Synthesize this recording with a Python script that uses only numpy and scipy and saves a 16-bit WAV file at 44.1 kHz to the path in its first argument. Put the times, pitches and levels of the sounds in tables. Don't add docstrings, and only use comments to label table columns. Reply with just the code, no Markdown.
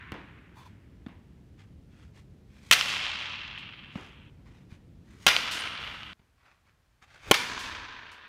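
import sys
import numpy as np
from scipy import signal
from scipy.fft import rfft, irfft, next_fast_len
from scipy.io import wavfile
from scipy.ndimage import uniform_filter1d

SR = 44100
rng = np.random.default_rng(int(sys.argv[2]) if len(sys.argv) > 2 else 0)


def unload_wav(signal):
    wavfile.write(
        sys.argv[1],
        SR,
        np.round(np.clip(np.atleast_2d(signal).T, -1, 1) * 32767).astype(np.int16),
    )


N = 365148
TIME = np.arange(N) / SR
MOVE_S = 6.133
TOP_HZ = 15600

# [t/s, crack level/dB, turf bounce re crack/dB, pock re snap and ring/dB,
# first scattered echoes level/dB, hall level/dB, echo brightness/(dB per octave),
# flight to the net t/s, net level/dB]
HITS = [(2.7117, 1, -9, -24, -22.5, -22.5, 1.13, 0.17, -41.5),
        (5.2656, -3.5, -1.5, -11, -19.5, -25, -1.1, .2454, -35),
        (7.3122, -0.5, -6, -1.5, -21, -28, -0.97, .2778, -42.5)]
# [f/Hz, level/dB, t60/s]
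BAT_MODES = [(1060, -23, 0.046), (1390, -17, 0.033), (2214, -12, .02), (2560, -7, 0.018), (2964, -9, 0.026),
             (3150, -2.5, 0.015), (3990, -10, 0.011), (6210, -17.5, .012)]
# [f/Hz, level/dB, t60/s]
BENDING_MODES = [(320, -9.5, 0.033), (566, -12, 0.035), (822, -9.5, 0.02), (1074, -3.5, 0.034)]
# [t/s, thump f/Hz, thump level/dB, click level/dB]
KNOCKS = [(0.1203, 122, -31, -31), (1.0634, 221, -32, -42.5), (3.955, 189, -24.5, -35),
          (4.72, 122, -37, -57.5), (6.194, 111, -50, -59.5), (7.021, 100, -51, -65)]
# [lead before contact at unit slowness t/s, far level/dB, close level/dB, rise t/s, fall t/s,
# treble tilt before the spot's own/(dB per octave)]
SWING_RUBS = [(.715, -65, -63, 0.053, 0.058, 0.5), (.542, -61, -68.5, 0.018, .028, 2.5),
              (0.13, -64.5, -56, 0.055, .04, 2.5), (.03, -57, -46.5, .036, .08, 4)]
# [peak t/s, level/dB, fall t/s]
SCUFFS = [(1.599, -60, 0.028), (3.985, -55, 0.082), (4.47, -64, 0.027), (7.027, -54, 0.013)]
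# [f/Hz, width f/Hz, relative level/dB]
SCRAPE_MODES = [(976, 110, 4), (2400, 90, -7), (3460, 91, -7), (4300, 120, -13), (5950, 63, -15)]
# [t/s, level/dB, t60/s]
RUSTLES = [(3.19, -58, 0.33), (3.582, -58.5, 0.16), (5.8, -59, 2.5), (8.115, -55, 0.21)]
# [t/s, f/Hz, level/dB, t60/s]
JINGLES = [(5.579, 9160, -53, 0.53), (5.8, 11450, -75, 1.4)]
CUTS_S = [4.3, MOVE_S]
# [f/Hz, t60/s]
HALL_T60 = [(100, 0.86), (500, 2.34), (1200, 2.55), (3000, 2.595), (5000, 1.51), (8000, 1.05), (14000, .6)]

SNAP_COLOUR = [(40, -20), (250, -9.5), (500, -15.5), (1000, -9), (2000, -1), (3100, -1.5), (4700, -8.5),
               (6500, -8.5), (8500, -14.5), (12500, -19), (16000, -22)]
# [f/Hz, relative level/dB per Hz]
WALL_COLOUR = [(40, -26), (250, -15), (500, -12), (1000, -5.5), (2000, 1), (3100, 1.5), (4300, -4),
               (6000, -7), (7500, -15), (12000, -20.5), (16000, -26.5)]
# [f/Hz, relative level/dB per Hz]
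HALL_BRIGHT = [(40, -17), (120, -11), (400, -16), (780, -12.5), (1250, -5), (1850, -6), (2350, -2),
               (3100, -1.5), (3800, -7), (5500, -10), (7700, -20), (15000, -35)]
# [f/Hz, relative level/dB per Hz]
HALL_LOW = [(40, -15), (110, -3), (350, -4.5), (650, -13), (870, -6.5), (1030, 4), (1250, -4), (1560, 1.5),
            (1850, -2), (2900, -4), (4200, -6.5), (6000, -6), (9000, -20), (15000, -35)]
# [f/Hz, relative level/dB per Hz]
HALL_EARLIER = [(100, -5), (700, -21), (1050, -1.5), (1300, -2), (1650, 2), (2600, -4), (3300, -10.5),
                (5000, -19), (12000, -19)]
# [f/Hz, relative level/dB per Hz]
KNOCK_COLOUR = [(60, -8.5), (200, 10), (380, 7.5), (600, -1.5), (950, 4), (1300, -2.5), (2000, -1),
                (3500, -9), (5000, -23), (8000, -37), (15000, -51)]
# [f/Hz, relative level/dB per Hz]
RUB_COLOUR = [(100, -13), (500, -9), (1100, 1), (2300, 0.5), (4000, -8.5), (7000, -15.5), (15000, -36.5)]
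# [f/Hz, relative level/dB per Hz]
NET_COLOUR = [(500, -40), (2500, 12), (5000, 9.5), (9000, 0.5), (15000, -12)]
# [f/Hz, relative level/dB per Hz]
RUMBLE_FAR = [(22, -34.5), (45, -0.5), (75, 4.5), (130, 0.5), (210, -3), (330, -10), (500, -19),
              (1000, -30.5), (3000, -35), (7000, -43.5), (15000, -51.5)]
# [f/Hz, relative level/dB per Hz]
RUMBLE_CLOSE = [(20, -22.5), (50, 0.5), (85, 1.0), (150, -7.0), (400, -19), (1500, -18.5),
                (4000, -26.5), (15000, -38)]
SQUASH_COLOUR = [(60, -20.5), (150, -11.5), (280, -0.5), (900, 1), (1300, -4.5), (2500, -26)]
AIR_COLOUR = [(30, -12), (110, -1), (200, -15.5), (400, -12), (1500, -28.5), (8000, -47.5)]
FOLLOW_COLOUR = [(20, -8), (45, -6), (85, 1.5), (160, -14), (400, -29.5), (2000, -58)]

NET_T60, SCATTER_T60 = .53, .5
SLAP_S, SLAP_DB, SLAP_EDGE_HZ = .0994, -6, 4700
ROUND_TRIP_S = .2555
FLUTTER_DB, FLUTTER_LOSS_DB, FLUTTER_EDGE_HZ = -18, 6, 4250
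KNOCK_NEAR_DB, KNOCK_HALL_DB = -11, -26
SCUFF_RISE, SCUFF_TILT_DB = 0.48, -0.4
FAR = dict(near_delay_s=.012, near_length_s=.0115, near_t60=.04, near_db=-13.8,
           hall=HALL_BRIGHT, slowness=1, rub_tilt_db=0)
CLOSE = dict(near_delay_s=.0293, near_length_s=.002, near_t60=.07, near_db=-18.5,
             hall=HALL_LOW, slowness=1.17, rub_tilt_db=-4)


def hits():
    out, t = np.zeros(N), TIME[:SR]
    for s, db, turf_db, pock_db, scatter_db, hall_db, tilt_db, _, _ in HITS:
        swing, spot = np.zeros(N), spot_at(s)
        delay = spot["near_delay_s"]
        add(swing, s, amp(db) * crack(pock_db))
        add(swing, s + .0038, amp(db + turf_db) * crack(pock_db - 6.0))
        held = np.maximum(t - delay - spot["near_length_s"], 0)
        cluster = (t > delay) * fade(held, spot["near_t60"])
        add(swing, s, amp(db + spot["near_db"]) * cluster * noise(WALL_COLOUR, SR, tilt_db))
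        scatter = fade(t, SCATTER_T60) * (1 - np.exp(-t / delay))
        scattered = scatter * noise(WALL_COLOUR, SR, tilt_db - .5)
        add(swing, s, amp(scatter_db) * ragged(scattered, depth=0.71))
        add(swing, s, amp(hall_db) * ragged(hall_tail(spot["hall"], tilt_db), depth=.25))
        if spot is FAR:
            add(swing, s, flutter(pock_db))
        out += swing * until_cut(s)
    earlier = hall_tail(HALL_EARLIER) * fade(TIME[:3 * SR], 10.6)
    add(out, -.85, amp(-23.5) * earlier)
    return out


def crack(pock_db):
    t = TIME[:SR // 8]
    snap = noise(SNAP_COLOUR, len(t)) * fade(t, 0.013)
    squash = noise(SQUASH_COLOUR, len(t)) * fade(t, 0.029)
    pock = ringing(BENDING_MODES, t) + amp(-4) * squash
    return amp(-3.5) * snap + ringing(BAT_MODES, t) + amp(pock_db) * pock


def ringing(modes, t):
    out = np.zeros(len(t))
    for hz, db, t60 in modes:
        gain = amp(db + rng.normal(0, 0.68))
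        pitch = hz * rng.normal(1, 0.0087)
        phase = rng.uniform(0, 2 * np.pi)
        out += gain * np.sin(2 * np.pi * pitch * t + phase) * fade(t, t60)
    return out


def flutter(pock_db, count=3):
    out = np.zeros(SR)
    add(out, SLAP_S, amp(SLAP_DB) * slap(pock_db, SLAP_EDGE_HZ))
    for trip in range(count):
        for lag in (0, SLAP_S):
            db = FLUTTER_DB - FLUTTER_LOSS_DB * (trip + lag / ROUND_TRIP_S)
            add(out, (trip + 1) * ROUND_TRIP_S + lag, amp(db) * slap(pock_db, FLUTTER_EDGE_HZ))
    return out


def slap(pock_db, edge_hz):
    band = signal.butter(3, [600, edge_hz], "bandpass", fs=SR, output="sos")
    return signal.sosfilt(band, crack(pock_db) * fade(TIME[:SR // 8], 0.0085))


def swish():
    air = noise(AIR_COLOUR, N) * swell(TIME - 7.298, .018, .016)
    follow_through = noise(FOLLOW_COLOUR, N) * swell(TIME - 7.66, 0.29, 0.24)
    return amp(-39) * air + amp(-52.5) * follow_through


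def knocks():
    out, t = np.zeros(N), TIME[:SR]
    for s, hz, thump_db, click_db in KNOCKS:
        thump = -np.sin(2 * np.pi * hz * t) * swell(t - .005, 0.0017, 0.003)
        envelope = fade(t, 0.054) + amp(KNOCK_NEAR_DB) * fade(t - .021, 0.44)
        click = noise(KNOCK_COLOUR, SR) * envelope
        add(out, s, amp(thump_db) * thump + amp(click_db) * click)
        add(out, s, amp(click_db + KNOCK_HALL_DB) * hall_tail(KNOCK_COLOUR, build_s=0.0067))
    return out


def scuffs():
    out = np.zeros(N)
    for s, *_ in HITS:
        spot = spot_at(s)
        for lead, far_db, close_db, rise, fall, tilt_db in SWING_RUBS:
            db = far_db if spot is FAR else close_db
            stroke = rub(rise, fall, tilt_db + spot["rub_tilt_db"])
            add(out, s - lead * spot["slowness"] - .5, amp(db) * stroke)
    for s, db, fall in SCUFFS:
        add(out, s - .5, amp(db) * rub(SCUFF_RISE * fall, fall, SCUFF_TILT_DB))
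    return out


def rub(rise, fall, tilt_db):
    t = TIME[:SR] - .5
    grain = amp(2.3 * unit(uniform_filter1d(rng.standard_normal(SR), size=200)))
    texture = unit(ragged(grain * noise(RUB_COLOUR, SR, tilt_db), depth=0.33, t60=.02))
    return (swell(t, rise, fall) + amp(-17.5) * fade(t, 1.2)) * texture


def scrape():
    def body(f):
        return sum(amp(db) * 1j * f * width / (centre ** 2 - f * f + 1j * f * width)
                   for centre, width, db in SCRAPE_MODES)

    first = amp(-53.5) * swell(TIME - .585, 0.018, 0.031)
    second = amp(-56.5) * swell(TIME - .665, 0.0099, 0.013)
    out = (first + second) * unit(filtered(rng.standard_normal(N), body))
    add(out, .619 - .5, amp(-64.5) * rub(rise=0.033, fall=.063, tilt_db=2))
    return out


def net():
    out, t = np.zeros(N), TIME[:SR]
    catches = [(s + flight_s, db, NET_T60) for s, *_, flight_s, db in HITS]
    for s, db, t60 in catches + list(RUSTLES):
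        hiss = np.zeros(N)
        add(hiss, s, amp(db) * noise(NET_COLOUR, SR) * fade(t, t60) * (1 - np.exp(-t / 0.00064)))
        out += hiss * until_cut(s)
    for s, hz, db, t60 in JINGLES:
        ring = unit(filtered(rng.standard_normal(SR), lambda f: 1 / (1 + ((f - hz) / 240) ** 2)))
        shake = amp(3 * unit(uniform_filter1d(rng.standard_normal(SR), size=900)))
        envelope = fade(t, t60) * (1 - np.exp(-t / 0.011)) * (s + t < MOVE_S)
        add(out, s, amp(db) * ring * shake * envelope)
    return out


def ventilation():
    close = amp(-69.0) * noise(RUMBLE_CLOSE, N)
    far = amp(-53) * noise(RUMBLE_FAR, N)
    return np.where(TIME < MOVE_S, far, close)


def hall_tail(spectrum, tilt_db=0, build_s=0.18):
    size = 3 * SR
    echoes = amp(2.2 * unit(uniform_filter1d(rng.standard_normal(size), size=130)))
    hz, t, z = signal.stft(unit(echoes * noise(spectrum, size, tilt_db)), SR, nperseg=512)
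    decay = fade(t, along(HALL_T60, hz)[:, None])
    tail = signal.istft(z * decay, SR, nperseg=512)[1][:size]
    return tail * (1 - np.exp(-TIME[:size] / build_s))


def ragged(x, depth, t60=0.069):
    chatter = rng.standard_normal(SR // 20) * fade(TIME[:SR // 20], t60)
    chatter /= np.linalg.norm(chatter)
    rough = signal.fftconvolve(x, chatter)[:len(x)]
    return (x + depth * rough) / np.hypot(1, depth)


def spot_at(s):
    return FAR if s < MOVE_S else CLOSE


def until_cut(s):
    cut_s = min([c for c in CUTS_S if c > s], default=np.inf)
    return np.clip((cut_s - TIME) / .0015, 0, 1)


def amp(db):
    return 10 ** (np.asarray(db) / 20)


def unit(x):
    return x / np.sqrt(np.mean(x ** 2) + 1e-20)


def along(points, hz):
    f, v = np.transpose(points)
    return np.interp(np.log(hz + 1), np.log(f), v)


def filtered(x, response):
    size = next_fast_len(len(x) + 8192)
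    return irfft(rfft(x, size) * response(np.fft.rfftfreq(size, 1 / SR)), size)[:len(x)]


def noise(spectrum, size, tilt_db=0):
    def colour(hz):
        return amp(along(spectrum, hz) + tilt_db * np.log2(hz + 500))

    return unit(filtered(rng.standard_normal(size), colour))


def fade(t, t60):
    return (t >= 0) * 10 ** (-3 * np.maximum(t, 0) / t60)


def swell(t, rise, fall):
    return np.exp(-.5 * (t / np.where(t < 0, rise, fall)) ** 2)


def add(track, s, sound):
    start = round(s * SR)
    part = sound[max(-start, 0):max(len(track) - start, 0)]
    track[max(start, 0):][:len(part)] += part


def scene():
    return (hits() + swish() + knocks() + scuffs() + scrape() + net() + ventilation())[None]


def record(dry):
    ceiling, hardness = .54, 6
    clipped = dry[0] / (1 + np.abs(dry[0] / ceiling) ** hardness) ** (1 / hardness)
    return filtered(clipped, lambda hz: 1 / np.sqrt(1 + (hz / TOP_HZ) ** 160))[None]


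dry = scene()
out = record(dry)
unload_wav(out)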